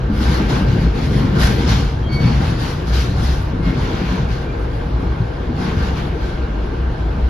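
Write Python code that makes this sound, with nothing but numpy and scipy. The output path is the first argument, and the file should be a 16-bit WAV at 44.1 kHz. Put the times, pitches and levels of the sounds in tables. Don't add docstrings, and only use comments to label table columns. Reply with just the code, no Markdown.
import sys
import numpy as np
from scipy import signal
from scipy.fft import rfft, irfft, next_fast_len
from scipy.io import wavfile
from scipy.ndimage import uniform_filter1d, map_coordinates

SR = 44100
rng = np.random.default_rng(int(sys.argv[2]) if len(sys.argv) > 2 else 0)


def persist_wave(psi):
    counts = np.round(np.clip(psi, -1, 1) * 32767).astype(np.int16)
    wavfile.write(sys.argv[1], SR, np.atleast_2d(counts).T)


N = 321489

# t/s, level/dB
HUM_LEVEL = [(0, -23.5), (1.2, -25), (2.4, -24.5), (2.8, -29), (3.4, -22), (3.8, -29.5), (4.7, -28),
             (5.1, -29.5), (5.6, -29), (6.5, -24), (7.29, -26)]
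# start t/s, rise/s, hold/s,
# then roar level/dB, scrape level/dB, sizzle level/dB, wheel ring level/dB, grind level/dB
BURSTS = [(0.113, 0.068, 0.025, -36.5, -41.5, -54.5, -30.5, -43),
          (0.195, 0.038, 0.11, -31.5, -35.5, -50.5, -29, -36),
          (0.28, 0.058, 0.1, -33.5, -45, -58.5, -30, -37), (0.478, 0.025, 0.066, -29, -36, -52.5, -31, -35),
          (0.647, 0.049, 0.15, -38.5, -42, -60, -33, -40),
          (0.926, 0.073, 0.047, -37.5, -39.5, -55, -35, -41),
          (1.085, 0.065, 0.05, -35.5, -40, -54.5, -41, -40),
          (1.158, 0.047, 0.16, -44, -45.5, -64, -36, -40.5),
          (1.34, .03, 0.039, -30.5, -40, -58.5, -28.5, -44),
          (1.379, 0.042, 0.035, -29, -28, -40.5, -20.5, -30),
          (1.558, 0.062, 0.047, -33, -37.5, -61, -30, -35),
          (1.661, 0.045, 0.016, -29, -27.5, -45.5, -25.5, -31.5),
          (2.11, .025, 0.044, -48, -44.5, -56.5, -48, -48), (2.18, .06, 0.14, -34, -39.5, -59.5, -38, -37),
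          (2.376, 0.065, 0.057, -33, -37, -54, -37, -37), (2.56, 0.062, 0.085, -34.5, -37, -51.5, -44, -37),
          (2.85, .04, 0.045, -41, -40.5, -56, -32, -52),
          (2.916, 0.032, 0.067, -34.5, -32.5, -48.5, -36, -36),
          (3.139, 0.064, 0.0015, -34, -41, -56.5, -35, -47),
          (3.211, 0.045, 0.066, -39.5, -37, -50.5, -43, -39),
          (3.614, 0.058, 0.021, -37, -43, -61, -30.5, -38.5),
          (3.726, 0.073, 0.11, -34, -42, -59.5, -34, -39), (3.909, 0.065, 0.1, -37.5, -42, -61, -34.5, -37),
          (4.063, 0.074, 0.02, -33, -40.5, -59.5, -41, -39.5),
          (4.266, 0.06, 0.0045, -41, -41.5, -59.5, -35, -40.5), (4.36, 0.027, 0, -50, -60, -69, -33, -47),
          (4.541, .06, 0.026, -64, -59, -65, -60, -60), (4.695, 0.081, 0.0, -47, -52, -64.5, -47, -48),
          (4.952, .06, 0.055, -42.5, -59, -71, -40, -51), (5.527, 0.13, 0.053, -33.5, -41, -59.5, -31, -38),
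          (5.747, 0.058, 0.075, -34, -41.5, -58.5, -29, -40.5),
          (5.929, 0.067, 0.001, -37, -42, -57.5, -35, -37.5),
          (6.174, .06, 0.067, -47, -47, -65.5, -35, -52), (6.526, 0.089, 0.0043, -46, -72, -83, -48, -62),
          (7.102, 0.097, 0.12, -44, -61, -75, -50, -65)]


def amp(db):
    return 10 ** (np.asarray(db) / 20)


def unit(x):
    return x / np.sqrt(np.mean(x ** 2, axis=-1, keepdims=True) + 1e-20)


def along(points, hz):
    f, value = np.transpose(points)
    return np.interp(np.log(hz + 1), np.log(f + 1), value)


def curves(rows):
    times, *columns = np.transpose(rows)
    return [np.interp(np.arange(N) / SR, times, column) for column in columns]


def wobble(rate):
    knots = rng.standard_normal(int(N * rate / SR) + 4)
    return map_coordinates(knots, [np.arange(N) * rate / SR])


def filtered(x, response):
    m = next_fast_len(N + 8192)
    return irfft(rfft(x, m) * response(np.fft.rfftfreq(m, 1 / SR)), m)[..., :N]


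def rush(colours, wide_db, patchy_db):
    # f/Hz, share
    lean = [(60, 0.56), (200, 0.71), (400, 0.59), (750, 0.046), (1700, -0.21), (2600, 0.21), (4000, 0.6),
            (6000, .6), (8000, -0.059)]
    # f/Hz, share
    ahead = [(400, 0), (750, .25), (1000, 0), (1250, -.3), (1600, 0), (2000, .25), (4500, .2), (5600, -.2),
             (8000, 0)]
    sum_colour, difference_colour = colours
    spectra = signal.stft(rng.standard_normal((2, N)), nperseg=512)[2]

    patches = uniform_filter1d(rng.standard_normal(spectra.shape[1:]), size=5, axis=0)
    patches = uniform_filter1d(patches, size=10, axis=1)
    patch_gain = amp(patchy_db * patches / patches.std())
    near, apart = signal.istft(spectra * patch_gain, nperseg=512)[1][:, :N]

    def tied(hz):
        return along(lean, hz) + 1j * along(ahead, hz)

    def untied(hz):
        return np.sqrt(np.clip(1 - np.abs(tied(hz)) ** 2, 0, 1))

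    mid = filtered(near, lambda hz: amp(along(sum_colour, hz)))
    side = filtered(near, lambda hz: amp(along(difference_colour, hz)) * tied(hz))
    side = side + filtered(apart, lambda hz: amp(along(difference_colour, hz)) * untied(hz))
    mid, side = unit(mid), amp(wide_db) * unit(side)
    return np.array([mid + side, mid - side])


def steady(x, share):
    size = np.sqrt(np.abs(uniform_filter1d(x.mean(0) ** 2, size=SR // 40)) + 1e-4)
    evened = x / size ** np.clip(share, 0, 1)
    return evened / evened.mean(0).std()


def bursts(level_db, steady_db, fade_db_per_s):
    t = np.arange(N) / SR
    power = np.full(N, amp(steady_db) ** 2)
    for (start, rise, hold, *_), db in zip(BURSTS, level_db):
        span = slice(round(start * SR), round(start * SR) + SR)
        since = t[span] - start
        swell = np.sin(np.pi / 2 * np.clip(since / rise, 0, 1)) ** 1.3
        fade_db = fade_db_per_s * np.clip(since - rise - hold, 0, 1)
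        power[span] += (swell * amp(db - fade_db)) ** 2
    return np.sqrt(power)


def hum():
    # start t/s, length/s, f/Hz, level/dB
    swells = [(0.199, 0.21, 60.98, -16.5), (0.324, 0.083, 62.8, -17.5), (0.435, 0.07, 62.4, -17),
              (0.547, 0.05, 58.4, -22.5), (0.601, 0.064, 54.7, -19), (0.67, 0.078, 55.3, -18),
              (0.815, 0.12, 62.76, -13.5), (1.019, 0.062, 55, -20), (1.41, 0.075, 62.3, -10.5),
              (1.562, 0.18, 59.6, -34.5), (1.708, 0.085, 55.76, -17), (1.81, 0.098, 56.05, -16),
              (1.978, 0.078, 56.5, -17), (2.208, 0.065, 60.5, -20.5), (2.31, 0.088, 55.2, -13.5),
              (2.873, 0.17, 61.6, -13), (3.229, 0.13, 61.4, -14), (3.17, 0.075, 58, -20),
              (3.38, .1, 63.9, -19.5), (3.482, .08, 57.6, -18), (3.606, .12, 55.84, -19),
              (3.759, 0.11, 62.36, -22), (4.067, 0.08, 57.1, -17), (4.238, 0.058, 61.7, -22),
              (4.618, 0.068, 64, -18), (4.92, 0.074, 58.3, -15.5), (5.03, 0.12, 62.7, -16),
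              (5.201, 0.05, 56.9, -19.5), (5.458, 0.054, 59.3, -19.5), (5.806, 0.057, 60.2, -15),
              (5.895, 0.054, 60, -17), (6.367, 0.1, 64.3, -17.5), (6.763, 0.18, 61.6, -18.5),
              (7.012, 0.096, 57.7, -17.5), (7.218, 0.069, 62, -12)]
    mode_hz, drift_hz, waver_db = 59.97, 3.087, 2.5
    power = amp(curves(HUM_LEVEL)[0] + waver_db * wobble(12)) ** 2
    weighted_hz = power * (mode_hz + drift_hz * wobble(3))
    for start, length, hz, db in swells:
        first = round(start * SR)
        span = slice(first, first + round(length * SR))
        since = np.arange(len(power[span])) / SR
        swell = (amp(db) * np.sin(np.pi * since / length)) ** 2
        power[span] += swell
        weighted_hz[span] += swell * hz
    phase = 2 * np.pi * np.cumsum(weighted_hz / power + 3.47 * wobble(20)) / SR
    return np.sqrt(2 * power) * np.sin(phase) * amp([[.4], [-.4]])


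def body():
    # t/s, axle thud level/dB, bogie knock level/dB, panel drumming level/dB
    levels = [(0, -21, -32, -33.5), (.3, -26.5, -22, -27), (.75, -22, -22, -26.5), (1, -22.5, -24, -30),
              (1.2, -22, -18, -25.5), (1.8, -16.5, -21.5, -28), (1.97, -24, -31.5, -33.5),
              (2.22, -21, -23.5, -28), (2.45, -20, -26, -28), (2.82, -28.5, -29, -31),
              (3.15, -20, -29, -30), (3.45, -27, -30.5, -31.5), (3.7, -25.5, -24, -28.5),
              (4.2, -26, -28, -30), (4.75, -29.5, -34, -30.5), (5.04, -27.5, -27, -29.5),
              (5.35, -28.5, -33, -31), (5.7, -25.5, -22, -30), (6, -27, -27, -29.5),
              (6.3, -31.5, -32, -31.5), (6.7, -28, -31.5, -31), (7.29, -29, -30.5, -31.5)]
    # f/Hz, level/dB
    boom_colours = ([(11, -33.5), (18, -14.5), (49, 1.5), (90, -8.5), (120, -17), (200, -120)], [(12, -28),
                     (20, -8), (49, 8), (90, -4), (120, -31), (200, -120)])
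    thud_colours = ([(48, -38), (82, 0), (150, -1), (200, -39), (330, -120)], [(48, -32.5), (82, -4),
                     (150, -1), (200, -37), (330, -120)])
    knock_colours = ([(88, -24), (150, 1.5), (270, -6), (350, -32), (590, -120)], [(88, -31), (150, -2),
                      (189, 1), (242, -2), (270, 1), (350, -26), (590, -120)])
    panel_colours = ([(150, -27), (260, -3.5), (334, 0.5), (415, -5), (460, -1.5), (584, -14), (650, -22.5),
                      (840, -30.5), (1430, -120)], [(150, -36), (260, -3.5), (324, 4), (423, 1), (493, 4),
                      (588, -5), (650, -9), (840, -28), (1430, -120)])
    rumble_mean_db, rumble_follows = -24.5, 0.69

    thud_db, knock_db, panel_db = curves(levels)
    hum_db = curves(HUM_LEVEL)[0]
    rumble_db = rumble_mean_db + rumble_follows * (hum_db - hum_db.mean()) + 0.42 * wobble(4)
    rumble = amp(rumble_db) * steady(rush(boom_colours, wide_db=-23.5, patchy_db=0.0), share=0.43)
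    thud = amp(thud_db) * steady(rush(thud_colours, wide_db=-22.0, patchy_db=0.9), share=0.083)
    knock = amp(knock_db) * steady(rush(knock_colours, wide_db=-14.5, patchy_db=1.0), share=0.12)
    panels = amp(panel_db) * rush(panel_colours, wide_db=-6.5, patchy_db=1.56)
    return hum() + rumble + thud + knock + panels


def rail():
    # f/Hz, level/dB
    roar_colours = ([(380, -17), (640, 1), (679, -2), (748, 3.5), (1120, 1), (1290, -1), (1540, -1.5),
                     (1750, -7.5), (2280, -27.5), (3850, -120)], [(380, -36), (640, 0), (838, -0.5),
                     (996, -2), (1070, -3), (1270, -8.5), (1560, -2), (1750, -13), (2280, -42.5),
                     (3850, -120)])
    grind_colours = ([(1030, -29), (1750, -2.5), (2400, -4), (2580, -5.5), (3350, -7.5), (4360, -24.5),
                      (7370, -120)], [(1030, -28), (1750, 6), (2000, -4), (2170, 1), (2580, -0.5),
                      (3350, -1.5), (4360, -31), (7370, -120)])
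    scrape_colours = ([(1970, -11), (3350, -1), (4390, 1.5), (5470, -3.5), (7270, -13.5), (7670, -23.5),
                       (7900, -58), (8200, -57), (10700, -61), (18000, -120)], [(1970, -31), (3350, -1.5),
                       (3690, 2.5), (5310, -2), (6190, -8.5), (6900, -11), (8200, -11.5), (10700, -43.5),
                       (18000, -120)])
    sizzle_colours = ([(5180, -70), (8800, -15.5), (9440, 6.5), (10600, 10.5), (12900, 5), (14200, -6)],
                       [(4760, -28.5), (8100, -1.5), (8570, 1), (9510, 0.5), (10600, -11.5), (11000, -25),
                       (14300, -19), (22000, -120)])
    roar_db, scrape_db, sizzle_db, _, grind_db = np.transpose(BURSTS)[3:]
    chatter = wobble(25)

    roar = bursts(roar_db, steady_db=-38, fade_db_per_s=92) * amp(0.11 * chatter)
    roar = roar * rush(roar_colours, wide_db=0.2, patchy_db=1.14)
    grind = bursts(grind_db, steady_db=-46.5, fade_db_per_s=73) * amp(0.22 * chatter)
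    grind = grind * rush(grind_colours, wide_db=-4.0, patchy_db=1.75)
    scrape = bursts(scrape_db, steady_db=-52, fade_db_per_s=91) * amp(0.69 * chatter)
    scrape = scrape * rush(scrape_colours, wide_db=-1.5, patchy_db=1.4)
    sizzle = bursts(sizzle_db, steady_db=-70.5, fade_db_per_s=97) * amp(0.8 * chatter)
    sizzle = sizzle * rush(sizzle_colours, wide_db=2.5, patchy_db=3.5)
    return roar + grind + scrape + sizzle


def wheel_ring():
    # f/Hz, width of one resonator pass/Hz, relative level/dB
    modes = [(1570, 63, -9.5), (1410, 140, -13), (1790, 180, -19.5), (2173, 200, -15.5), (858, 82, -21),
             (2830, 290, -19)]
    ring = 0
    for hz, width, db in modes:
        def two_passes(f):
            return (1j * f * width / (hz * hz - f * f + 1j * f * width)) ** 2
        noise = unit(filtered(rng.standard_normal((2, N)), two_passes))
        ring = ring + amp(db + 1.5 * wobble(5.1)) * noise
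    return bursts(np.transpose(BURSTS)[6], steady_db=-37.5, fade_db_per_s=100) * ring


def saloon():
    # f/Hz, level/dB
    air_colours = ([(350, -41.5), (600, 11), (1560, -11), (2610, -15), (4140, -10), (7220, -55),
                    (7710, -55), (8130, -85), (9160, -67), (9780, -31.5), (11200, -36), (13600, -62),
                    (14200, -82.5)], [(350, -35), (600, 7), (854, 9), (1280, -10), (1570, -8), (1910, -21),
                    (4150, -16), (6600, -43), (9620, -29.5), (10500, -40), (11000, -77), (14300, -109),
                    (22000, -120)])
    return amp(-41.5 + 0.36 * wobble(0.45)) * rush(air_colours, wide_db=-1.0, patchy_db=1.1)


def clacks():
    # t/s, level before onset and decay/dB, floor ring f/Hz
    blows = [(0.097, -8, 210.5), (0.199, -10.5, 225.5), (0.289, -13, 89), (0.305, -17, 322),
             (0.4, -7.5, 195.4), (0.505, -13.5, 280), (0.523, -13, 139), (0.602, -9.5, 193),
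             (0.682, -5, 124.6), (0.81, -10.5, 167.4), (1.07, -7.5, 147), (1.155, -4, 128),
             (1.24, -7.5, 114.4), (1.73, -9.5, 112), (2.095, -16, 207), (2.113, -9, 135.5),
             (2.205, -6, 110.7), (2.228, -11.5, 167), (2.24, -2, 121.5), (2.3, -6, 158), (2.345, -7, 133),
             (2.4, -14, 195), (2.475, -7, 103), (2.506, -14, 154), (2.589, -19, 119), (2.908, -15, 108),
             (3.075, -17, 110), (3.1, -15.5, 182.5), (3.191, -13, 112), (3.219, -17, 226), (3.399, -15, 94),
             (3.529, -13, 169.4), (3.619, -14.5, 120), (3.663, -8, 173.4), (3.691, -12, 110),
             (3.765, -11, 130), (3.93, -16.5, 219), (4.009, -11, 182.5), (4.115, -9.5, 183),
             (4.19, -12.5, 128.6), (4.295, -10.5, 112), (4.479, -24, 114), (4.747, -18.5, 111),
             (4.936, -15, 118.5), (5.025, -14, 171), (5.2, -5.5, 112), (5.487, -13.5, 241),
             (5.59, -10.5, 180), (5.646, -22, 189), (5.766, -8, 92.6), (5.914, -18, 111), (5.98, -17, 111),
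             (6.802, -19, 122)]
    out, t = np.zeros(N + SR), np.arange(SR // 3) / SR
    swell = (1 - np.exp(-t / 0.0066)) * amp(-60 * t / 0.2)
    for start, db, hz in blows:
        detune, turn = rng.random(2)
        neighbour_hz = hz * (1.3 + 0.291 * detune)
        ring = np.sin(2 * np.pi * hz * t) + 0.43 * np.sin(2 * np.pi * (neighbour_hz * t + turn))
        out[round(start * SR):][:len(t)] += amp(db) * swell * ring
    return out[:N] * amp([[.9], [-.9]])


def squeal():
    # (start t/s, rise/s, fade/s, level/dB)
    squeals = [(3214, 4, 3, -.3, [(2.022, .022, .022, -44), (2.048, .027, .03, -36.5),
               (2.108, .03, .04, -42)]), (2236, 4, -2.5, .7, [(2.07, .035, .04, -43),
               (2.1, .035, .045, -34), (2.125, .045, .05, -34.5), (2.15, .042, .045, -32),
               (2.205, .045, .04, -35), (2.24, .035, .022, -35.5), (2.31, .022, .025, -41)]),
               (4468, 5, 9, .4, [(2.075, .03, .04, -45), (2.098, .045, .055, -34), (2.16, .05, .06, -40.5),
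               (2.25, .022, .045, -37), (2.285, .035, .04, -43)]),
               (2140, 15, -2, 1.2, [(3.585, .05, .05, -41.5), (3.635, .06, .07, -36.5)]),
               (2385, 13, 0, .4, [(4.43, .04, .04, -49), (4.465, .04, .04, -43.5)])]
    rough_db_per_hz = 0.05
    out, t = 0, np.arange(N) / SR
    half = np.array([[.5], [-.5]])
    for hz, scatter_hz, pan_db, lead, swells in squeals:
        power = 0
        for start, rise, fade, db in swells:
            ramp = np.interp(t, [start, start + rise, start + rise + fade], [0, 1, 0])
            power = power + amp(db) ** 2 * np.sin(np.pi / 2 * ramp) ** 4
        phase = 2 * np.pi * np.cumsum(hz + scatter_hz * wobble(70)) / SR
        flutter = amp((0.7 + rough_db_per_hz * scatter_hz) * wobble(60))
        tone = amp(pan_db * half) * np.sin(phase + lead * half)
        out = out + np.sqrt(2 * power) * flutter * tone
    return out


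def moan():
    # t/s, f/Hz, level/dB
    course = [(4.3, 496.3, -54), (4.6, 502, -47), (5.1, 496.7, -41.5), (5.35, 504, -42)]
    hz, db = curves(course)
    t = np.arange(N) / SR
    phase = 2 * np.pi * np.cumsum(hz + 2.5 * wobble(10)) / SR
    sounding = (t > course[0][0]) & (t < course[-1][0])
    level = np.sqrt(2) * amp(db + 1.2 * wobble(9.4))
    return sounding * level * np.sin(phase + np.array([[.9], [-.9]]))


def scene():
    return body() + rail() + wheel_ring() + saloon() + clacks() + squeal() + moan()


def record(dry):
    soft = dry / (1 + np.abs(dry) ** 6) ** (1 / 6)
    return filtered(soft, lambda hz: hz < 14325)


dry = scene()
out = record(dry)
persist_wave(out)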